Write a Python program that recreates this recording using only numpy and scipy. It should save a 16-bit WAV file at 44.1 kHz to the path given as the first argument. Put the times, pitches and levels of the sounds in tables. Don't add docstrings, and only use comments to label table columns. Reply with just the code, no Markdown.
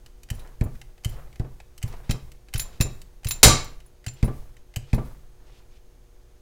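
import sys
import numpy as np
from scipy import signal
from scipy.fft import rfft, irfft
from scipy.io import wavfile
from scipy.ndimage import uniform_filter1d

SR = 44100
rng = np.random.default_rng(int(sys.argv[2]) if len(sys.argv) > 2 else 0)


def ratio_of_db(decibels):
    return 10 ** (np.asarray(decibels, float) / 20)


def transcribe(u):
    v = np.clip(np.atleast_2d(u).T, -1, 1)
    q = np.round(v * 32767).astype(np.int16)
    wavfile.write(sys.argv[1], SR, q)


N = 282681
SHORT, LONG = SR // 4, SR // 2

# t/s, click level/dB, slack tick lead/s, bench blow level/dB, load/0-1
PULLS = [(.3017, -33.5, .014, -19., .85), (1.0465, -29.8, .0101, -17., 1.),
         (1.8272, -34.5, .0098, -18., 1.), (2.5381, -29.5, .0077, -18., 1.),
         (3.246, -34.7, .0134, -18., .85), (4.0637, -33.9, .0215, -21., 0.),
         (4.7606, -30.5, .0215, -19., 0.)]
# t/s, click level/dB, bench blow level/dB, rebound level/dB, knock level/dB re rebound
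STOPS = [(.6105, -38.8, -14.5, -25., -14.), (1.3967, -46.7, -20., -38., -3.),
         (2.0936, -40.4, -16., -28., -10.), (2.8024, -35.5, -13., -31., -3.),
         (4.2278, -34.6, -11., -23., -6.), (4.9308, -32.8, -11.5, -22., -7.)]
# t/s, level/dB, brightness/dB per octave, lower pin share/0-1
TICKS = [(.0613, -49.3, -5., .13), (.2329, -48.4, -2.3, .11), (.4738, -55.8, -7.9, .24),
         (.753, -56., -9., .8), (.979, -57., -10., .6), (.8145, -44.7, -7.7, .2),
         (1.3274, -55.5, -7.6, .66), (1.3578, -51.8, -7.6, .93), (1.6013, -45.5, -9.4, .78),
         (1.7784, -46.2, -1.6, .03), (1.926, -50., -8.9, .58), (2.1096, -29.2, -4.9, .36),
         (2.3176, -50.3, -3.8, .06), (2.485, -53., -9., .6), (3.0165, -46.9, -1.8, .06),
         (3.6444, -44.4, 1.3, .12), (3.8028, -54.8, -6.5, .1), (4.567, -53.7, -7.3, .15)]
# f/Hz, level/dB, t60/s
PIN_MODES = [(3070, 0., .015), (2590, 0., .012)]
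# f/Hz, level/dB before brightness and scatter, t60/s
LINK_MODES = [(780, -10., .02), (2120, -14., .01), (5000, -12., .008), (8000, -5., .008), (9550, -8., .01)]
# t/s, treble level/dB, bar ring near 7 kHz level/dB re treble,
# low knock level/dB re treble
JINGLES = [(0.3496, -51.8, -15.2, -13.7), (0.394, -53.2, -18.5, 0.0), (0.6374, -47.5, -15.3, -15.1),
           (1.0929, -49.0, -15.3, -10.3), (1.8771, -52.3, -12.6, -1.4), (2.0974, -50.9, 0.7, 14.7),
           (2.1096, -37.7, -11.6, 7.0), (2.5574, -45.4, -6.7, 10.4), (2.578, -31.4, -17.4, -12.9),
           (2.5955, -29.5, -4.9, 0.1), (2.6174, -36.8, -23.8, -9.1), (2.809, -25.6, -2.6, 3.2),
           (2.8214, -36.9, 0.4, 2.6), (3.269, -40.0, -0.8, 5.9), (3.2859, -26.9, -26.1, -13.2),
           (3.3089, -27.7, -4.3, 0.3), (3.3294, -47.5, 0.7, 1.3), (3.8611, -55.7, -20.7, -18.2),
           (4.0806, -55.1, 15.0, 14.5), (4.1355, -58.2, -15.2, -11.5), (4.2433, -43.8, -26.2, -6.7),
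           (4.2594, -48.8, -33.6, -9.6), (4.9442, -42.2, -22.0, -2.2), (5.0504, -59.6, -27.0, -7.0)]
# f/Hz, level/dB before scatter, t60/s of a jingle
LOCK_MODES = [(2700, -2., .015), (3935, -13., .08), (4380, -7., .018), (7084, -6., .12), (7240, -1., .12),
              (7290, -2., .04), (9985, 0., .04), (10370, -11., .08), (10920, -10., .04), (11680, -7., .04),
              (12500, -6., .02), (15100, -9., .05), (15350, -8., .04)]
# f/Hz, relative level/dB
CRACK_COLOUR = [(200, -10.), (400, -2.5), (750, -10.), (1100, -7.), (1550, -11.), (2050, -7.), (2900, -9.),
                (3860, -3.), (5840, -6.), (9000, -8.), (15800, -20.)]
# t/s, blow level/dB, rocking level/dB re blow, knock level/dB re blow
RECOIL = [(3.433, -15., -8., -7.), (3.455, -7., 0., -7.), (3.473, -13., -3., -3.), (3.492, -17., -5., -8.),
          (3.53, -24., -4., -9.)]
# f/Hz, level/dB, t60/s
ROCKING_MODES = [(44, -2., .14), (27, -1., .22)]
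# f/Hz, level/dB before scatter, t60/s
TOP_MODES = [(118, 1.2, .11), (155, -4., .07), (222, -8., .12)]
# f/Hz, relative level/dB
KNOCK_COLOUR = [(120, -16.), (220, 0.), (450, -3.), (900, -12.), (2000, -26.), (6000, -45.)]
# f/Hz, level/dB, t60/s
BRACKET_MODES = [(1168, 0., .25), (1287, -10., .2)]
# t/s, sway level/dB, rustle level/dB
RESTING = [(0., -47., -66.), (.15, -48., -75.), (4.6, -53., -76.), (5.25, -51., -74.), (5.55, -48., -65.),
           (5.8, -51., -76.), (6.4, -53., -78.)]
# f/Hz, relative level/dB
SWAY_COLOUR = [(3, 3.), (8, -1.), (22, 2.), (50, -6.), (85, -22.), (118, -12.), (160, -24.), (250, -30.),
               (400, -50.)]
# f/Hz, relative level/dB
RUB_COLOUR = [(150, -14.), (400, 4.), (1000, 0.), (2000, -8.), (5000, -30.)]
# t/s, length/s, level/dB
HISSES = [(.32, .12, -64.), (1.08, .1, -62.), (1.84, .17, -62.), (2.03, .07, -63.), (2.7, .11, -62.),
          (4.15, .085, -58.), (4.78, .1, -66.), (4.86, .08, -61.), (5.42, .24, -64.), (5.69, .12, -66.)]
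# f/Hz, relative level/dB
HISS_COLOUR = [(800, -20.), (2500, 0.), (5000, -4.), (9000, -16.), (16000, -30.)]
# f/Hz, t60/s
GARAGE_T60 = [(120, .29), (350, .38), (840, .4), (2210, .38), (5820, .33), (12000, .19)]
# f/Hz, relative level/dB
AIR_COLOUR = [(18, 3.), (55, 1.), (75, -11.), (188, -30.), (260, -19.), (500, -26.), (800, -30.),
              (2390, -36.), (6000, -38.), (6500, -33.), (7000, -40.), (15800, -45.)]
# f/Hz, level/dB rms
HUM = [(360.7, -69), (419.9, -82), (479.1, -71), (597.5, -78), (721.4, -80), (839.8, -83)]

CRACK_S, REBOUND_LAG_S = 3.4306, .048
PULL_SWAY_RISE_S, PULL_SWAY_FALL_DB_PER_S, PULL_SWAY_DB = .04, 45., (-47., -33.5)
PULL_RUB_RISE_S, PULL_RUB_FALL_DB_PER_S, PULL_RUB_DB = .11, 90., (-66., -49.5)
HIT_RISE_S, HIT_FALL_DB_PER_S = .14, 70.


def evened(x):
    return x / np.sqrt(np.mean(x ** 2) + 1e-20)


def by_attack(x):
    return x / np.sqrt(np.mean(x[:265] ** 2))


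def read(points, hz):
    f_hz, value = np.transpose(points)
    return np.interp(np.log(hz + 1), np.log(f_hz + 1), value)


def add(mix, s, sound):
    part = mix[round(s * SR):][:len(sound)]
    part += sound[:len(part)]


def coloured(count, colour_db):
    hz = np.fft.rfftfreq(count, 1 / SR)
    spectrum = rfft(rng.standard_normal(count))
    return evened(irfft(spectrum * ratio_of_db(colour_db(hz)), count))


def ring(modes, count, bright_db=0, spread_db=0, length=1):
    t = np.arange(count) / SR
    hz, db, t60_s = np.transpose(modes)[:, :, None]
    db = db + bright_db * np.log2(hz / 8192)
    db = db + spread_db * rng.standard_normal(hz.shape)
    decay_db = 60 * t / np.maximum(t60_s * length, .004)
    return (ratio_of_db(db - decay_db) * np.sin(2 * np.pi * hz * t)).sum(0)


def burst(count, t60_s, colour_db, rise_s=.0006):
    t = np.arange(count) / SR
    decay = ratio_of_db(-60 * t / max(t60_s, .004))
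    return coloured(count, colour_db) * decay * np.minimum(t / rise_s, 1)


def low_cut_db(hz):
    return -12 * np.log2(1 + 1500 / (hz + 50))


def loaded(pair, load):
    return pair[0] + (pair[1] - pair[0]) * np.clip(load, 0, 1)


def swell(s, db, rise_s, fall_db_per_s):
    t = np.arange(N) / SR - s
    fall_db = fall_db_per_s * np.maximum(t - rise_s, 0)
    return (ratio_of_db(db - fall_db) * np.clip(t / rise_s, 0, 1)) ** 2


def clicks():
    snap, slack, stop = (-2.4, .048, .12), (-8.4, .04, .3), (-7.6, .04, .92)
    slack_db, tick_t60_s = -51.5, .038
    snaps = [(s, db, *snap) for s, db, *_ in PULLS]
    slacks = [(s - lead_s, slack_db, *slack) for s, _, lead_s, *_ in PULLS]
    stops = [(s, db, *stop) for s, db, *_ in STOPS]
    ticks = [(s, db, bright_db, tick_t60_s, lower) for s, db, bright_db, lower in TICKS]
    return snaps + slacks + stops + ticks


def linkage():
    out = np.zeros(N)
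    upper_pin, lower_pin = (ring([pin], SHORT) for pin in PIN_MODES)
    for s, db, bright_db, t60_s, lower in clicks():
        def colour_db(hz):
            tilt_db = bright_db * np.log2(np.maximum(hz, 2000) / 4096)
            return tilt_db + low_cut_db(hz) - 6. * (hz / 15000) ** 3

        chatter = burst(SHORT, t60_s, colour_db, .0003)
        pins = (1 - lower) * upper_pin + lower * lower_pin
        body = pins + ring(LINK_MODES, SHORT, bright_db / 2, 2.5)
        ringing = signal.fftconvolve(chatter, body)[:SHORT]
        ring_db = -21 + .3 * (db + 33)
        add(out, s, ratio_of_db(db) * by_attack(chatter + ratio_of_db(ring_db) * ringing))
    return out


def lock():
    out = np.zeros(N)
    hz = np.fft.rfftfreq(LONG, 1 / SR)
    for s, db, bar_db, knock_db in JINGLES:
        tick = burst(LONG, .056, lambda hz: .75 * low_cut_db(hz), .0003)
        ringing = signal.fftconvolve(tick, ring(LOCK_MODES, LONG, 0, 3.))[:LONG]
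        steel = rfft(tick + ratio_of_db(-25) * ringing)
        for lo_hz, hi_hz, part_db in [(0, 6200, knock_db), (6200, 8000, bar_db), (8000, 20000, 0)]:
            inside = 1 / (1 + (lo_hz / (hz + 1)) ** 24) / (1 + (hz / hi_hz) ** 24)
            part = irfft(steel * inside, LONG)[:SHORT]
            add(out, s, ratio_of_db(db + part_db) * by_attack(part))
    return out


def crack():
    out = np.zeros(N)
    snap = burst(SR, .075, lambda hz: read(CRACK_COLOUR, hz), rise_s=.0004)
    add(out, CRACK_S, ratio_of_db(7.) * snap)
    add(out, CRACK_S, ratio_of_db(-9.) * ring(LOCK_MODES, SR, -3., 1.5, length=2.2))
    return out


def thumps():
    pull_lag_s, pull_rock_db, pull_knock_db = (.0053, .0093), (-21., -8.), -27.
    stop_lag_s, stop_rock_db, stop_knock_db = .0014, -3.5, -17.5
    pulls = [(s + loaded(pull_lag_s, load), db, loaded(pull_rock_db, load), pull_knock_db)
             for s, _, _, db, load in PULLS]
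    stops = [(s + stop_lag_s, db, stop_rock_db, stop_knock_db) for s, _, db, _, _ in STOPS]
    rebounds = [(s + REBOUND_LAG_S, db, -14., knock_db) for s, _, _, db, knock_db in STOPS]
    return pulls + stops + rebounds + RECOIL


def bench():
    out = np.zeros(N)
    for s, db, rocking_db, knock_db in thumps():
        push_ms = np.clip(-19. - knock_db, 2.2, 6.5)
        push = np.hanning(round(push_ms * SR / 1000))
        top = np.convolve(ring(TOP_MODES, LONG, 0, 1.2), push / push.sum())
        knock = burst(LONG, .15, lambda hz: read(KNOCK_COLOUR, hz), rise_s=.0035)
        add(out, s, -ratio_of_db(db) * top)
        add(out, s + .004, ratio_of_db(db + rocking_db) * ring(ROCKING_MODES, LONG))
        add(out, s, ratio_of_db(db + knock_db) * knock)
    return out + bracket()


def bracket():
    out = np.zeros(N)
    onset = np.minimum(np.arange(LONG) / SR / .015, 1)
    shakes = [(s + REBOUND_LAG_S, db + knock_db - 12.) for s, _, _, db, knock_db in STOPS]
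    for s, db in shakes + [(3.49, -15.5)]:
        add(out, s, ratio_of_db(db) * onset * ring(BRACKET_MODES, LONG))
    return out


def resting_power(column):
    table = np.transpose(RESTING)
    return ratio_of_db(np.interp(np.arange(N) / SR, table[0], table[column])) ** 2


def sway():
    power = resting_power(1)
    for s, *_, load in PULLS:
        power += swell(s, loaded(PULL_SWAY_DB, load), PULL_SWAY_RISE_S, PULL_SWAY_FALL_DB_PER_S)
    for s, db in [(s, db - 23.5) for s, _, db, _, _ in STOPS] + [(CRACK_S, -30.)]:
        power += swell(s, db, HIT_RISE_S, HIT_FALL_DB_PER_S)
    return np.sqrt(power) * coloured(N, lambda hz: read(SWAY_COLOUR, hz))


def gloves():
    power = resting_power(2)
    for s, *_, load in PULLS:
        power += swell(s, loaded(PULL_RUB_DB, load), PULL_RUB_RISE_S, PULL_RUB_FALL_DB_PER_S)
    for s, db in [(s, db - 47.) for s, _, db, _, _ in STOPS] + [(CRACK_S, -55.)]:
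        power += swell(s, db, HIT_RISE_S, HIT_FALL_DB_PER_S)
    slips_per_s, slip_decay_s = 130., .006
    slip_height = ratio_of_db(3.8 * np.minimum(rng.exponential(1, N), 4))
    slips = (rng.random(N) < slips_per_s / SR) * slip_height
    jerks = signal.lfilter([1], [1, -np.exp(-1 / (slip_decay_s * SR))], slips)
    gritty = evened(jerks) + 1.3
    return np.sqrt(power) * evened(gritty * coloured(N, lambda hz: read(RUB_COLOUR, hz)))


def plunger():
    flow = np.zeros(N)
    for s, length_s, db in HISSES:
        add(flow, s, ratio_of_db(db) * signal.windows.tukey(round(length_s * SR), .7))
    grain = ratio_of_db(2.2 * evened(uniform_filter1d(rng.standard_normal(N), size=400)))
    return flow * evened(grain * coloured(N, lambda hz: read(HISS_COLOUR, hz)))


def garage(x):
    hz, t, z = signal.stft(rng.standard_normal((3, SR)), SR, nperseg=256)
    fade = ratio_of_db(-60 * t / read(GARAGE_T60, hz)[:, None])
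    tails = signal.istft(z * fade, SR, nperseg=256)[1]
    tails *= np.clip(np.arange(tails.shape[1]) / SR / .012 - .3, 0, 1)
    tails /= np.linalg.norm(tails[0])
    cycles = 20 * np.arange(N) / SR + np.arange(3)[:, None] / 3
    crossfade = np.cos(2 * np.pi * cycles) * np.sqrt(2 / 3)
    return signal.fftconvolve(x * crossfade, tails, axes=1)[:, :N].sum(0)


def room_tone():
    t = np.arange(N) / SR
    out = ratio_of_db(-51.6) * coloured(N, lambda hz: read(AIR_COLOUR, hz))
    for hz, db in HUM:
        out += np.sqrt(2) * ratio_of_db(db) * np.sin(2 * np.pi * (hz * t + rng.random()))
    return out


def scene():
    small, snap, wood = linkage() + lock(), crack(), bench()
    answer = ratio_of_db(-10.) * garage(.52 * small + 1.05 * snap + .75 * wood)
    pumping = sway() + gloves() + plunger()
    return (small + snap + wood + answer + pumping + room_tone())[None]


def top_cut(x):
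    return signal.sosfilt(signal.butter(12, 15930, fs=SR, output="sos"), x)


def record(dry):
    clipped = .88 * np.tanh(dry / .88)
    low_pass = signal.butter(6, 16500, fs=SR, output="sos")
    finished = signal.sosfilt(low_pass, clipped)
    return top_cut(finished)


dry = scene()
out = record(dry)
transcribe(out)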